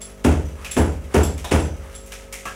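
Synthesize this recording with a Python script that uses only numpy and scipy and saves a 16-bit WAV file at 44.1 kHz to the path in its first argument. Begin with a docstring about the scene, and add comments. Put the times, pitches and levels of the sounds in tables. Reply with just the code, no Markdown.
"""A bare, echoing room, where four heavy hammer blows land on a masonry wall.
Each blow crushes plaster with a crack, thuds, and sets the modes of wall and room booming.
Between the blows tapped steel clinks, chips and pieces of brick hit the floor and grit
trickles, over a low electrical hum and still air."""
import sys
import numpy as np
from scipy import signal
from scipy.fft import rfft, irfft
from scipy.io import wavfile
from scipy.ndimage import uniform_filter1d

SR = 44100
rng = np.random.default_rng(int(sys.argv[2]) if len(sys.argv) > 2 else 0)


def dump(signal):
    """Clip the signal to [-1, 1] and save it as 16-bit WAV at the path in sys.argv[1]."""
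    limited = np.clip(np.atleast_2d(signal).T, -1, 1)
    pcm = np.round(limited * 32767).astype(np.int16)
    wavfile.write(sys.argv[1], SR, pcm)


N = 112454

# tone shared by falling chips and crumbs (frequency [Hz], level [dB])
RUBBLE_SPECTRUM = [(150, -14), (700, 14), (1200, 11.5), (2600, 16), (4300, 3.5), (5800, 9), (10000, 5.5),
                   (12500, 0.5), (16000, -6)]


def amp(db):
    """Decibels to gain."""
    return 10 ** (np.asarray(db) / 20)


def unit(x):
    """Scales to rms 1."""
    return x / np.sqrt(np.mean(x ** 2) + 1e-20)


def curve(points, hz):
    """Reads an EQ curve on a log-frequency axis."""
    freqs, values = np.transpose(points)
    return np.interp(np.log(hz + 1), np.log(freqs + 1), values)


def bell(hz, centre_hz, octaves):
    """A bell curve around a pitch, 0-1."""
    return np.exp(-(np.log2((hz + 1) / centre_hz) / octaves) ** 2)


def add(mix, start_s, sound):
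    """Mixes a sound in at a time."""
    part = mix[max(round(start_s * SR), 0):][:len(sound)]
    part += sound[:len(part)]


def colour(x, points):
    """Shapes a signal with an EQ curve, at rms 1."""
    return unit(irfft(rfft(x) * amp(curve(points, np.fft.rfftfreq(len(x), 1 / SR))), len(x)))


def grainy(grain_db):
    """One second of noise whose level jumps from millisecond to millisecond."""
    lumps = unit(uniform_filter1d(rng.standard_normal(SR), size=60))
    return unit(rng.standard_normal(SR) * amp(grain_db * lumps))


def room_decay(x, rise_s, hold_s=0):
    """Attack, hold, then each band fades at the room's rate."""
    # reverb time by band (frequency [Hz], t60 [s])
    reverb_times = [(60, 0.46), (160, .6), (420, 0.5), (1100, 0.41), (2900, 0.42), (7700, 0.46),
                    (14000, 0.27)]
    t, hz, spectrum = np.arange(len(x)) / SR, np.fft.rfftfreq(len(x), 1 / SR), rfft(x)
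    centres, t60s = np.transpose(reverb_times)
    out = np.zeros(len(x))
    for share, t60 in zip(np.eye(len(centres)), t60s):
        band = irfft(spectrum * curve(np.c_[centres, share], hz), len(x))
        out += band * amp(-60 * np.maximum(t - hold_s, 0) / t60)
    return out * np.minimum(t / rise_s, 1)


def ring(modes, wet_db):
    """A small struck object: each mode sounds directly and lingers in the room."""
    t, out = np.arange(SR) / SR, np.zeros(SR)
    room = room_decay(rng.standard_normal(SR), rise_s=0.00067) * amp(-45 * t)  # extra damping, 45 dB/s
    for hz, db, t60 in modes:
        direct = amp(-60 * t / t60) * np.sin(2 * np.pi * hz * t)
        echo = signal.fftconvolve(direct, room)[:SR]
        echo *= np.linalg.norm(room) / np.linalg.norm(echo)
        out += amp(db) * (direct + amp(wet_db) * echo)
    return out


def room_tone():
    """Still air: a quiet, dark bed of noise."""
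    # tone of the air (frequency [Hz], level [dB])
    air_spectrum = [(20, -7), (50, 12), (130, -4), (350, -7), (700, -7), (2600, -20.5), (4300, -29),
                    (9000, -31.5), (12500, -28), (16000, -31)]
    return amp(-47.5) * colour(rng.standard_normal(N), air_spectrum)


def hum():
    """Mains harmonics drone, their balance slowly drifting."""
    # partials of the hum (multiple of the mains pitch, starting rms level [dB], drift [dB/s])
    harmonics = [(1, -43.5, 0.5), (2, -59, 0.5), (3, -62, -1), (4, -51, -2), (5, -54.5, -1.5),
                 (8, -53.5, -0.5), (9, -54.5, 0), (10, -61, -0.5), (11, -55, 3), (13, -55.5, -6.5),
                 (26, -64, 2)]
    t, mains_hz = np.arange(N) / SR, 49.38
    return sum(amp(db + drift * t) * np.sqrt(2) * np.sin(2 * np.pi * (k * mains_hz * t + rng.random()))
               for k, db, drift in harmonics)


def grit():
    """Crumbs tick at random, and now and then a little grit slides."""
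    # swells of sliding grit (middle [s], half length [s], level [dB])
    slides = [(0.642, 0.075, -43), (1.141, 0.043, -41), (1.396, 0.069, -53), (1.863, 0.069, -47),
              (2.24, .08, -76)]
    # tone of a slide (frequency [Hz], level [dB])
    slide_spectrum = [(300, 0), (700, 3.5), (1200, 6), (2500, -3), (4200, -11), (6000, -13), (10000, -10),
                      (16000, -30)]
    t, ticks_per_s = np.arange(N) / SR, 110
    ticks = (rng.random(N) < ticks_per_s / SR) * rng.standard_normal(N)
    room = room_decay(rng.standard_normal(SR), rise_s=0.0013)
    echo = signal.fftconvolve(ticks, room / np.linalg.norm(room))[:N]
    trickle = amp(-51) * colour(ticks + amp(6) * echo, RUBBLE_SPECTRUM)
    swell = sum(amp(db) * np.exp(-((t - middle) / half) ** 2) for middle, half, db in slides)
    return trickle + swell * colour(rng.standard_normal(N), slide_spectrum)


def chips():
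    """Chips hit the floor and echo; the faster the attack, the harder the snap."""
    # landings, with EQ on top of the rubble tone
    # (time [s], low [dB], mid [dB], high [dB], resonance [Hz], its lift [dB], rise [s])
    landings = [(.453, -67, -62, -53.5, 3000, 4, .002), (.645, -47, -36.5, -40, 2620, 3.5, 0.0023),
                (.712, -48, -44.5, -38, 3560, 8.5, 0.0014), (1.379, -57, -45.5, -44, 2500, -1, .0006),
                (1.4436, -37, -42.5, -40, 3710, 13, 0.0006), (1.943, -78, -62, -54, 3460, 13, 0.0013),
                (2.06, -70, -65, -46.5, 2500, 9, 0.0017), (2.118, -48, -39.5, -40.5, 2740, -2.5, 0.0033),
                (2.324, -43.5, -41, -35, 2150, 7, 0.0035), (2.452, -46, -40.5, -40, 2600, 3, 0.0031)]
    bands_hz, sharp_rise_s, snap_s = [900, 2500, 8000], 0.0017, 0.0032
    t, hz, out = np.arange(SR) / SR, np.fft.rfftfreq(SR, 1 / SR), np.zeros(N)
    for start, *levels, resonance_hz, lift_db, rise_s in landings:
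        eq_db = curve(RUBBLE_SPECTRUM, hz) + curve(np.c_[bands_hz, levels], hz)
        eq_db += lift_db * bell(hz, resonance_hz, octaves=0.18)
        chip = irfft(rfft(grainy(grain_db=2)) * amp(eq_db), SR)
        snap = amp(-11.5) * sharp_rise_s / rise_s * np.exp(-t / snap_s)
        add(out, start, room_decay(chip, rise_s) * (1 + snap))
    return out


def brick_knocks():
    """Larger pieces of brick knock on the floor and ring briefly."""
    # modes of a piece of brick (frequency [Hz], level [dB], t60 [s])
    brick_modes = [(760, -42, 0.042), (1170, -30.5, 0.04), (1330, -27.5, 0.027), (1455, -45, 0.016),
                   (1620, -28.5, 0.039)]
    # landings (time [s], gain [dB], pitch ratio)
    knocks = [(1.445, -6, 0.6), (2.456, -2, 1)]
    out = np.zeros(N)
    for start, db, ratio in knocks:
        modes = [(hz * ratio, level, t60) for hz, level, t60 in brick_modes]
        add(out, start, amp(db) * ring(modes, wet_db=-2.5))
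    return out


def thin_rings():
    """A faint, thin ring of metal lingers twice: a narrow band of fading noise."""
    # rings (time [s], level [dB])
    onsets = [(0.456, -56), (1.626, -48.5)]
    pitch_hz, t60 = 5980, 0.76
    t, hz, out = np.arange(SR) / SR, np.fft.rfftfreq(SR, 1 / SR), np.zeros(N)
    for start, db in onsets:
        shimmer = unit(irfft(rfft(rng.standard_normal(SR)) * bell(hz, pitch_hz, octaves=0.03), SR))
        add(out, start, amp(db) * shimmer * amp(-60 * t / t60))
    return out


def steel_clinks():
    """Light taps on a piece of steel: a tick, a bright ring and a brief chatter around its modes."""
    # modes of the steel (frequency [Hz], level [dB], t60 [s])
    steel_modes = [(3440, -8, 0.033), (7545, -1.5, 0.089), (7660, -4.5, 0.021), (10076, 2.5, 0.043),
                   (12920, -17, 0.076)]
    # taps (time [s], gain [dB], tilt above the main mode [dB/octave], lift of the top mode [dB])
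    taps = [(.016, -34, -1.5, -10), (0.712, -30.5, -3, -11), (.778, -31.5, -5, -9),
            (1.233, -26.5, -12, 15.5), (1.603, -37, -12, 5), (1.951, -38, -3, -9)]
    # tone of the contact (frequency [Hz], level [dB])
    tick_spectrum = [(1500, -16), (5500, 8), (10000, -6.5), (15000, -38)]
    main_hz, pivot_hz, top_above_hz, chatter_s = 7545, 7400, 12000, 0.03
    t, hz, out = np.arange(SR) / SR, np.fft.rfftfreq(SR, 1 / SR), np.zeros(N)
    for start, db, tilt, top_db in taps:
        modes = []
        for mode_hz, level, t60 in steel_modes:
            tilt_db = tilt * np.log2(max(mode_hz, main_hz) / pivot_hz)
            modes.append((mode_hz, level + tilt_db + top_db * (mode_hz > top_above_hz), t60))
        tick = room_decay(colour(grainy(grain_db=1.4), tick_spectrum), rise_s=0.00076)
        peaks = sum(amp(level) * bell(hz, mode_hz, octaves=0.031) for mode_hz, level, _ in modes)
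        chatter = unit(irfft(rfft(rng.standard_normal(SR)) * peaks, SR)) * np.exp(-t / chatter_s)
        add(out, start, amp(db) * (ring(modes, wet_db=-5.5) + amp(-11) * tick + amp(-7.5) * chatter))
    return out


def wall_boom(favoured_hz, lift_db):
    """The modes of wall and room swell, low ones last, and beat against each other as they fade."""
    # modes of wall and room (frequency [Hz], level [dB], t60 [s])
    wall_modes = [(44.2, -33, 1.7), (69.1, -16, 1.08), (81.35, -10.5, 0.64), (101.9, -49, 1.5),
                  (128, -39, .55), (150.7, -22.5, 0.74), (191, -29, 0.3), (247.8, -17, 0.26),
                  (289.1, -20, 0.34), (311.5, -23, 0.44), (344.4, -20.5, 0.4), (386.3, -21, 0.25),
                  (425.6, -21, 0.39), (473.5, -26.5, 0.5), (519.5, -28.5, 0.49), (594, -31, 0.7),
                  (688, -31, 0.36)]
    delay_cycles, rise_cycles, hold_s, phase_delay_s = 0.56, 2.3, 0.012, 0.018
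    t, out = np.arange(SR) / SR, np.zeros(SR)
    for k, (hz, db, t60) in enumerate(wall_modes):
        age = np.maximum(t - delay_cycles / hz, 0)
        gain = amp(db + lift_db * bell(hz, favoured_hz, octaves=0.2))
        swell = np.minimum(age * hz / rise_cycles, 1)
        fade = amp(-60 * np.maximum(age - hold_s, 0) / t60)
        out += (-1) ** k * gain * swell * fade * np.sin(2 * np.pi * hz * (t - phase_delay_s))
    return out


def hammer_blows():
    """The same spot is struck each time: a gritty crack, a dull thud, then the beating boom."""
    # hits (time [s], thud [dB], crack [dB], snap relative to the crack [dB], boom [dB],
    # favoured boom pitch [Hz], its lift [dB])
    hits = [(0.245, -16.5, -28, -1, 1, 262, 9), (0.766, -17, -32, 2, -1.5, 250, 5),
            (1.1431, -15, -28, 1, -0.5, 415, 7), (1.513, -16, -26.5, -5, -1, 330, -1)]
    # dull body of a blow (frequency [Hz], level [dB])
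    thud_spectrum = [(30, -12), (90, 3.5), (170, -1.5), (260, 1), (440, -2), (600, -5.5), (900, -6),
                     (1100, -13), (1500, -12), (2700, -30.5), (4000, -39.5)]
    # crushing plaster (frequency [Hz], level [dB])
    crack_spectrum = [(300, -49), (1200, -4), (2700, 3), (4200, -11), (6000, -6), (8500, -7), (10500, -9),
                      (12500, -23.5), (16000, -37)]
    snap_s, touch_lead_s = 0.0054, 0.0028
    t, out = np.arange(SR) / SR, np.zeros(N)
    snap = np.exp(-t / snap_s)
    spot, alike = rng.standard_normal(SR), 0.45  # noise common to all thuds, and its share of the power
    for start, thud_db, crack_db, snap_db, boom_db, favoured_hz, lift_db in hits:
        body = np.sqrt(alike) * spot + np.sqrt(1 - alike) * rng.standard_normal(SR)
        thud = colour(body, thud_spectrum)
        crack = colour(grainy(grain_db=2), crack_spectrum) * (1 + amp(snap_db) * snap)
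        add(out, start, amp(thud_db) * room_decay(thud, rise_s=0.0017, hold_s=0.031))
        add(out, start, amp(crack_db) * room_decay(crack, rise_s=0.0021, hold_s=0.023))
        add(out, start, amp(boom_db) * wall_boom(favoured_hz, lift_db))
        # the hammer touches loose plaster just before it lands
        touch = colour(grainy(grain_db=2), crack_spectrum) * snap
        add(out, start - touch_lead_s, amp(crack_db - 4) * touch)
    return out


def scene():
    """Everything in the room, in mono."""
    impacts = hammer_blows() + steel_clinks() + thin_rings() + chips() + brick_knocks()
    return (impacts + grit() + hum() + room_tone())[None]


def record(dry):
    """Deep rumble is cut, a limiter trims the blows, and a steep low-pass takes off the very top."""
    low_cut_hz, high_cut_hz = 25, 15850
    limit_db, release_db_per_s = -11, 200
    dry = signal.sosfilt(signal.butter(1, low_cut_hz, "highpass", fs=SR, output="sos"), dry)
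    power_db = 10 * np.log10(abs(uniform_filter1d(dry[0] ** 2, size=300)) + 1e-12)
    release = np.arange(N) * release_db_per_s / SR
    envelope_db = np.maximum.accumulate(power_db + release) - release
    over_db = np.maximum(envelope_db - limit_db, 0)
    limited = dry * amp(-uniform_filter1d(over_db, size=100))
    lowpass = signal.firwin(511, high_cut_hz, window=("kaiser", 9), fs=SR)
    return signal.oaconvolve(limited, lowpass[None], "same")


dry = scene()
out = record(dry)
dump(out)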